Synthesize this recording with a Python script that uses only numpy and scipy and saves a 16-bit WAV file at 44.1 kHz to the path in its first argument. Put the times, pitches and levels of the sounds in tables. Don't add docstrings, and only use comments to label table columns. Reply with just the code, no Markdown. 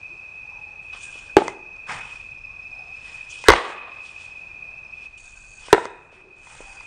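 import sys
import numpy as np
from scipy import signal
from scipy.fft import rfft, irfft
from scipy.io import wavfile

SR = 44100
rng = np.random.default_rng(int(sys.argv[2]) if len(sys.argv) > 2 else 0)


def dump_mix(stems):
    frames = np.atleast_2d(stems).T
    limited = np.clip(frames, -1, 1)
    pcm = np.round(limited * 32767).astype(np.int16)
    wavfile.write(sys.argv[1], SR, pcm)


N = 302526


def amp(db):
    return 10 ** (np.asarray(db, float) / 20)


def rms_one(x):
    return x / np.sqrt(np.mean(x ** 2) + 1e-20)


def in_time(rows):
    seconds, *columns = np.transpose(rows)
    return [np.interp(np.arange(N) / SR, seconds, column) for column in columns]


def at_hz(points, hz):
    table_hz, values = np.array(points).T
    return np.interp(np.log(hz + 1), np.log(table_hz), values)


def lowpass(x, cutoff_hz):
    return signal.sosfilt(signal.butter(2, cutoff_hz, fs=SR, output="sos"), x)


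def band(x, low_hz, high_hz, order=2):
    return signal.sosfilt(signal.butter(order, [low_hz, high_hz], "band", fs=SR, output="sos"), x)


def coloured(spectrum):
    hz = np.fft.rfftfreq(N, 1 / SR)
    inside = (hz > spectrum[0][0]) & (hz < spectrum[-1][0])
    white = rfft(rng.standard_normal(N))
    return rms_one(irfft(white * amp(at_hz(spectrum, hz)) * inside, N))


def narrow(hz, width_hz, order=2):
    return rms_one(band(rng.standard_normal(N), hz - width_hz / 2, hz + width_hz / 2, order))


def flicker(per_s, depth_db):
    return amp(depth_db * rms_one(lowpass(rng.standard_normal(N), per_s)))


def ring(clicks, hz, t60):
    r, w = amp(-60 / (t60 * SR)), 2 * np.pi * hz / SR
    return signal.lfilter([0, np.sin(w)], [1, -2 * r * np.cos(w), r * r], clicks + 1e-18)


def dying(s, t60):
    t = np.arange(N) / SR - s
    return (t > 0) * amp(-60 * np.maximum(t, 0) / t60)


def swells(notes, waver_db):
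    t, out = np.arange(N) / SR, np.zeros(N)
    for start, end, hz, width_hz, level_db in notes:
        progress = np.clip((t - start) / (end - start), 0, 1)
        shape = np.sin(np.pi * progress) ** 0.85
        out += amp(level_db) * narrow(hz, width_hz, order=1) * flicker(12.0, waver_db) * shape
    return out


# start in seconds, blow in dB, air column in Hz, barrel wall in Hz,
# wall relative to the blow in dB, overtones in dB, burst in dB, spray in dB, spray decay (T60) in seconds,
# puff on the microphone in dB.
POPS = [(1.3673, 1.5, 381, 862, 3, -4.5, -20, -23, 0.29, -46),
        (3.4844, 3, 450.2, 1112, 4, 11.5, -3, -15.5, 1, -9.5),
        (5.7284, 1, 424.3, 985, 5, 6, -15.5, -28.5, 0.19, -37)]
# multiple of its pitch, level in dB, T60 in seconds.
COLUMN_PARTIALS = [(1.0, 9.5, 0.026), (.78, -7.5, 0.04), (1.55, -3, 0.011), (3.2, -1.5, 0.016),
                   (4.2, 2.5, 0.009), (5.0, 0.5, 0.005), (6.6, -12.5, 0.015), (8.8, -12.5, .012),
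                   (12.1, -20.5, 0.0096), (19.1, -11.5, 0.005)]
# frequency in Hz, density in dB per Hz.
SPRAY_SPECTRUM = [(88, -51), (150, -28.5), (328, -15), (961, -8), (1180, -2), (1410, -15), (1650, -10),
                  (3410, -11.5), (9500, -39), (12400, -78), (20900, -120)]
# frequency in Hz, level in dB, T60 in seconds.
PUFF_MODES = [(32.3, 0.5, 0.18), (62.6, 0.5, 0.17), (122, -3.5, .04)]
WALL_T60_S, BURST_T60_S = 0.032, 0.053
TREBLE_DIES_FASTER = 1.72


def pops():
    blast, after = np.zeros(N), np.zeros(N)
    burst = coloured(SPRAY_SPECTRUM)
    spray = coloured(SPRAY_SPECTRUM) * flicker(40.0, 2.0)
    dull = lowpass(spray, 2500)
    for s, blow_db, hz, wall_hz, wall_db, bright_db, burst_db, spray_db, t60, puff_db in POPS:
        click = np.zeros(N)
        click[round(s * SR)] = amp(blow_db)
        for k, (multiple, level_db, decay) in enumerate(COLUMN_PARTIALS):
            strength = amp(level_db + bright_db * (k > 0))
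            blast += (-1) ** (k + 1) * strength * ring(click, hz * multiple, decay)
        blast += amp(wall_db) * ring(click, wall_hz, WALL_T60_S)
        blast += amp(burst_db) * dying(s, BURST_T60_S) * burst
        after += amp(spray_db) * dying(s, t60) * dull
        after += amp(spray_db) * dying(s, t60 / TREBLE_DIES_FASTER) * (spray - dull)
        for puff_hz, level_db, decay in PUFF_MODES:
            after += amp(puff_db + level_db - blow_db) * ring(click, puff_hz, decay)
    return band(blast, 260, 14000), after


# time in seconds, level in dB,
# hollow modes in dB, bright modes in dB (both relative to the level).
KNOCKS = [(.929, -52, 4, -10), (0.948, -45.5, 8.5, 6), (1.156, -51.5, 15, -4), (1.4806, -17, -1.5, 1),
          (1.765, -53, -10, 3.5), (2.13, -49, -9, -4), (3.44, -30.5, 2, 0), (3.5022, 4, 0.5, -8.5),
          (3.519, -16, 11, 7), (3.5359, -6, -4, -11), (5.069, -52.5, -6, -2), (5.684, -35, 6, -11),
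          (5.8545, -19.5, 3.5, -5), (6.127, -53, 18, -2), (6.47, -41, -17, -13), (6.605, -46.5, 19, -19),
          (6.808, -38.5, -11, -3)]
# frequency in Hz, level in dB, T60 in seconds.
BAMBOO_MODES = [(490, 0, 0.013), (976, 3.5, 0.018), (1280, 3.5, 0.006), (2060, -5, 0.037),
                (3300, -7, 0.0073), (4720, -0.5, 0.0035), (6300, -2.5, 0.007), (8300, -7.5, 0.0022)]


def knocks():
    seconds, levels_db, hollow_db, bright_db = np.transpose(KNOCKS)
    chance_db = rng.normal(0, 2, (len(seconds), len(BAMBOO_MODES)))
    out = np.zeros(N)
    for k, (hz, mode_db, t60) in enumerate(BAMBOO_MODES):
        tone_db = hollow_db * (hz < 700) + bright_db * (hz > 2800)
        clicks = np.zeros(N)
        clicks[(seconds * SR).astype(int)] = amp(levels_db + mode_db + tone_db + chance_db[:, k])
        out += (-1) ** k * ring(clicks, hz, t60)
    return band(out, 200, 12000)


def patchy(x, depth_db):
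    edges = 90 * 2 ** np.arange(0, 7, 1 / 3)
    out = np.zeros(N)
    for k, (low, high) in enumerate(zip(edges, edges[1:])):
        out += (-1) ** k * band(x, low, high) * flicker(12.0, depth_db)
    return out


# start in seconds, swell in seconds, hold in seconds,
# scrape in dB, rasp in dB, hiss in dB, change during the hold in dB, fade after it in dB per second.
STROKES = [(0.796, 0.036, 0.09, -70, -68, -70, 1, 201), (0.921, 0.01, 0.028, -50, -52, -61.5, -1, 204),
           (0.964, 0.066, 0.1, -70, -54.5, -46.5, -16, 104), (1.049, 0.11, 0.75, -57, -54, -57, -42, 300),
           (1.365, .01, .115, -40.5, -48, -49.5, -2, 308),
           (1.866, 0.031, 0.035, -32.5, -43.5, -47, -1, 120), (1.95, 0.15, 0.069, -59.5, -60, -62, 0, 81),
           (2.93, 0.15, .09, -56, -56, -57.5, -1, 66), (3.285, 0.028, 0.39, -65, -52, -53, 1, 198),
           (4.0, 0.053, 0.031, -64.5, -51.5, -54, -2, 117), (4.15, 0.063, 0.054, -56, -53, -56, -6.5, 76.5),
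           (4.9, .14, 0.022, -63, -58.5, -65.5, -0.5, 904),
           (5.171, 0.0083, 0.018, -62, -55.5, -51.5, -19, 199.5),
           (5.19, 0.046, 0.92, -68, -67.5, -61.5, -15, 201),
           (5.577, 0.086, 0.066, -51.5, -49.5, -50.5, -7, 496),
           (5.719, .01, .125, -45.5, -51, -54, 0.5, 500),
           (6.108, .015, 0.088, -56.5, -64.5, -73.5, -5.5, 299),
           (6.36, 0.16, 0.4, -53, -57.5, -53, -8, 201)]
# frequency in Hz, density in dB per Hz.
SCRAPE_SPECTRUM = [(53, -29.5), (90, 1), (379, -19.5), (486, -10.5), (615, -13), (875, -1), (1800, -5),
                   (2480, -3), (3000, -25.5), (3900, -45), (6600, -120)]
RASP_SPECTRUM = [(1710, -35), (2900, 1), (3380, -3.5), (3960, -10), (5600, -7.5), (7280, -37.5),
                 (12300, -120)]
HISS_SPECTRUM = [(3290, -33), (5600, -9), (6330, -4.5), (8600, -4), (9070, 2.5), (9600, -4.5),
                 (12500, -35.5), (21100, -120)]
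# frequency in Hz, level in dB, T60 in seconds.
GRIT_MODES = [(3700, -21, .012), (4540, -6, .012), (6500, 2.5, 0.0089), (7100, 2, 0.008), (8000, 1.5, .005),
              (8900, -0.5, 0.0043)]
RISE_DB = 18
BORE_HZ, BORE_WIDTH_HZ, BORE_DB = 3430, 190, -11.5
GRIT_START_S, GRIT_END_S, GRIT_DB, GRIT_PER_S = 5.18, 5.62, -56, 680


def plunger():
    t, gains = np.arange(N) / SR, np.zeros((3, N))
    for start, swell, hold, *levels_db, change_db, fade in STROKES:
        full, end = start + swell, start + swell + hold
        shape_db = np.interp(t, [start, full, end], [-RISE_DB, 0, change_db])
        shape_db -= fade * np.maximum(t - end, 0)
        gains += amp(levels_db)[:, None] * amp(shape_db) * (t > start)
    scrape_gain, rasp_gain, hiss_gain = gains
    bore = amp(BORE_DB) * narrow(BORE_HZ, BORE_WIDTH_HZ) * flicker(10.0, 1.3)
    rub = scrape_gain * coloured(SCRAPE_SPECTRUM)
    rub += rasp_gain * (coloured(RASP_SPECTRUM) + bore)
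    rub += hiss_gain * coloured(HISS_SPECTRUM)
    slip = flicker(60.0, 1.2)

    gritty = (t > GRIT_START_S) & (t < GRIT_END_S)
    tick_db = 2.3 * np.minimum(rng.exponential(1, N), 4)
    ticks = (rng.random(N) < GRIT_PER_S / SR) * amp(tick_db) * gritty
    grit = np.zeros(N)
    for hz, level_db, t60 in GRIT_MODES:
        grit += amp(level_db) * ring(ticks * rng.standard_normal(N), hz, t60)
    return slip * patchy(rub, depth_db=1.5) + amp(GRIT_DB) * grit / np.std(grit[gritty])


# start in seconds, end in seconds, pitch in Hz,
# width in Hz, level in dB.
SQUEAKS = [(1.0, 1.14, 1590, 60, -49.5), (1.2, 1.34, 1580, 70, -57.5), (3.0, 3.3, 1910, 298, -53),
           (3.29, 3.325, 6500, 900, -50.5), (3.45, 3.5, 1600, 140, -32.5), (5.17, 5.7, 1550, 34.8, -67),
           (5.15, 5.45, 3620, 70, -76), (5.15, 5.7, 4576, 100, -71), (5.69, 5.76, 1600, 90, -36.5),
           (6.7, 6.82, 1464, 70, -56.5), (6.62, 6.86, 4770, 81, -64)]


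def squeaks():
    return swells(SQUEAKS, waver_db=5.0)


# delay in seconds, level in dB, dulled above in Hz.
ECHOES = [(.0095, -15.5, 2462), (0.0178, -16, 2000), (0.037, -28.5, 2020), (0.0508, -23.5, 1489),
          (0.0522, -17.5, 1500)]
# frequency in Hz, T60 in seconds.
YARD_DECAY = [(200, 0.57), (400, 0.54), (900, 0.67), (2500, 0.62), (8000, 0.45)]
YARD_DB = -21.5


def yard(x):
    out = x.copy()
    for lag_s, level_db, dull_hz in ECHOES:
        lag = round(lag_s * SR)
        out[lag:] += amp(level_db) * lowpass(x, dull_hz)[:N - lag]
    t = np.arange(SR // 2) / SR
    edges = 150 * 2 ** np.arange(0, 6.1, 0.5)
    tail = np.zeros(len(t))
    for low, high in zip(edges, edges[1:]):
        tail += band(rng.standard_normal(len(t)), low, high) * amp(-60 * t / at_hz(YARD_DECAY, low))
    tail *= np.minimum(t / 0.0083, 1)
    tail /= np.sqrt(np.sum(tail ** 2))
    return out + amp(YARD_DB) * signal.fftconvolve(x, tail)[:N]


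# time in seconds, near cicadas in dB,
# high cicadas in dB, dull air murmur in dB, treble of the air in dB.
BACKGROUND = [(0, -38.5, -71, -56, -56), (1.5, -41.5, -74, -54.5, -60.5), (1.75, -39.5, -69.5, -52.5, -57),
              (2.4, -40, -73, -57, -58), (3.1, -39, -71, -55.5, -52.5), (3.75, -39, -77, -56, -62),
              (3.95, -36.5, -79, -54.5, -50), (4.5, -39.5, -74.5, -54, -56.5),
              (5.06, -39.5, -70, -56, -58.5), (5.09, -46, -80.5, -60.5, -57), (5.7, -48, -77.5, -59, -62),
              (6.05, -48.5, -82, -53, -68), (6.35, -50, -87.5, -58.5, -61.5),
              (6.86, -43.5, -77, -55, -56.5)]
# frequency in Hz, width in Hz, level in dB.
HIGH_BANDS = [(5510, 60, -6.5), (6020, 64, -4), (4280, 120, -6.5)]
CHORUS_HZ, CHORUS_WIDTH_HZ = 2515, 143


def cicadas():
    near_db, high_db = in_time(BACKGROUND)[:2]
    near = narrow(CHORUS_HZ, CHORUS_WIDTH_HZ, order=3)
    high = sum(amp(level_db) * narrow(hz, width_hz) for hz, width_hz, level_db in HIGH_BANDS)
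    return amp(near_db) * near + amp(high_db) * high


# time in seconds, pulses per second, level in dB.
CRICKET = [(0, 35, -75), (1.7, 30, -75.5), (2.5, 28.4, -68), (2.9, 22, -64.5), (3.3, 28, -67),
           (4.2, 30, -69), (4.6, 30, -75), (5.04, 30, -69.5), (5.09, 30, -86)]
CRICKET_HZ = 5155


def cricket():
    per_s, level_db = in_time(CRICKET)
    pulse_phase = 2 * np.pi * np.cumsum(per_s) / SR
    pulses = 0.2 + ((1 + np.sin(pulse_phase)) / 2) ** 1.6
    tone = np.sin(2 * np.pi * CRICKET_HZ * np.arange(N) / SR)
    tone += 0.47 * narrow(CRICKET_HZ, 90)
    return amp(level_db) * flicker(10.0, 1.8) * rms_one(pulses * tone)


# start in seconds, end in seconds, pitch in Hz, width in Hz, level in dB.
BIRD = [(0.08, 0.18, 342, 35, -57), (0.42, .82, 833, 25, -55), (0.49, .6, 985, 40, -56),
        (2.45, 2.633, 1103, 50.1, -58), (2.68, 2.95, 771, 35, -53), (6.1, 6.43, 378.4, 30.1, -55.5),
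        (6.6, 6.78, 803, 39.5, -52.5)]


def bird():
    return swells(BIRD, waver_db=1.3)


# time in seconds, rumble in dB, flutter in dB.
WIND = [(0, -71, -59), (.9, -59.5, -59.5), (1.8, -56.5, -62.5), (2.3, -58, -55.5), (3.2, -62, -60),
        (4.0, -68, -57.5), (5.0, -59, -58.5), (5.15, -56, -60.5), (5.62, -51.5, -62), (5.9, -63.5, -61),
        (6.35, -64, -64.5), (6.5, -52.5, -64.5), (6.86, -56, -62)]
# frequency in Hz, density in dB per Hz.
AIR_SPECTRUM = [(60, -28), (100, -5), (250, -11.5), (350, -10.5), (800, -8), (1150, -9.5), (2200, -15.5),
                (3200, -18), (5000, -23), (7000, -27), (9600, -30)]
AIR_SPLIT_HZ = 1800


def breeze():
    rumble_db, flutter_db = in_time(WIND)
    murmur_db, treble_db = in_time(BACKGROUND)[2:]
    rumble = amp(rumble_db) * rms_one(band(rng.standard_normal(N), 19, 41))
    flutter = amp(flutter_db) * rms_one(band(rng.standard_normal(N), 33, 110))
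    air = coloured(AIR_SPECTRUM)
    dull = signal.sosfiltfilt(signal.butter(2, AIR_SPLIT_HZ, fs=SR, output="sos"), air)
    return rumble + flutter + amp(murmur_db) * dull + amp(treble_db) * (air - dull)


def scene():
    blast, after = pops()
    gun = yard(blast + knocks()) + after + plunger() + squeaks()
    return (gun + cicadas() + cricket() + bird() + breeze())[None]


GAIN_START_DB, GAIN_RATIO, GAIN_RECOVER_DB_S = -6, 0.23, 7
BAND_TOP_HZ, CUTOFF_HZ = 9700, 16800


def record(dry):
    x = signal.sosfilt(signal.cheby2(24, 60, BAND_TOP_HZ, fs=SR, output="sos"), dry)
    level_db = 20 * np.log10(np.abs(x) + 1e-9)
    over_db = GAIN_RATIO * np.maximum(level_db - GAIN_START_DB, 0)
    ramp = GAIN_RECOVER_DB_S * np.arange(N) / SR
    duck_db = np.maximum(np.maximum.accumulate(over_db + ramp, axis=1) - ramp, 0)
    r = np.exp(-1 / (0.06 * SR))
    x = x * amp(-signal.lfilter([1 - r], [1, -r], duck_db))
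    clipped = np.clip(x, -1, 1)
    return signal.sosfilt(signal.cheby2(20, 100, CUTOFF_HZ, fs=SR, output="sos"), clipped)


dry = scene()
out = record(dry)
dump_mix(out)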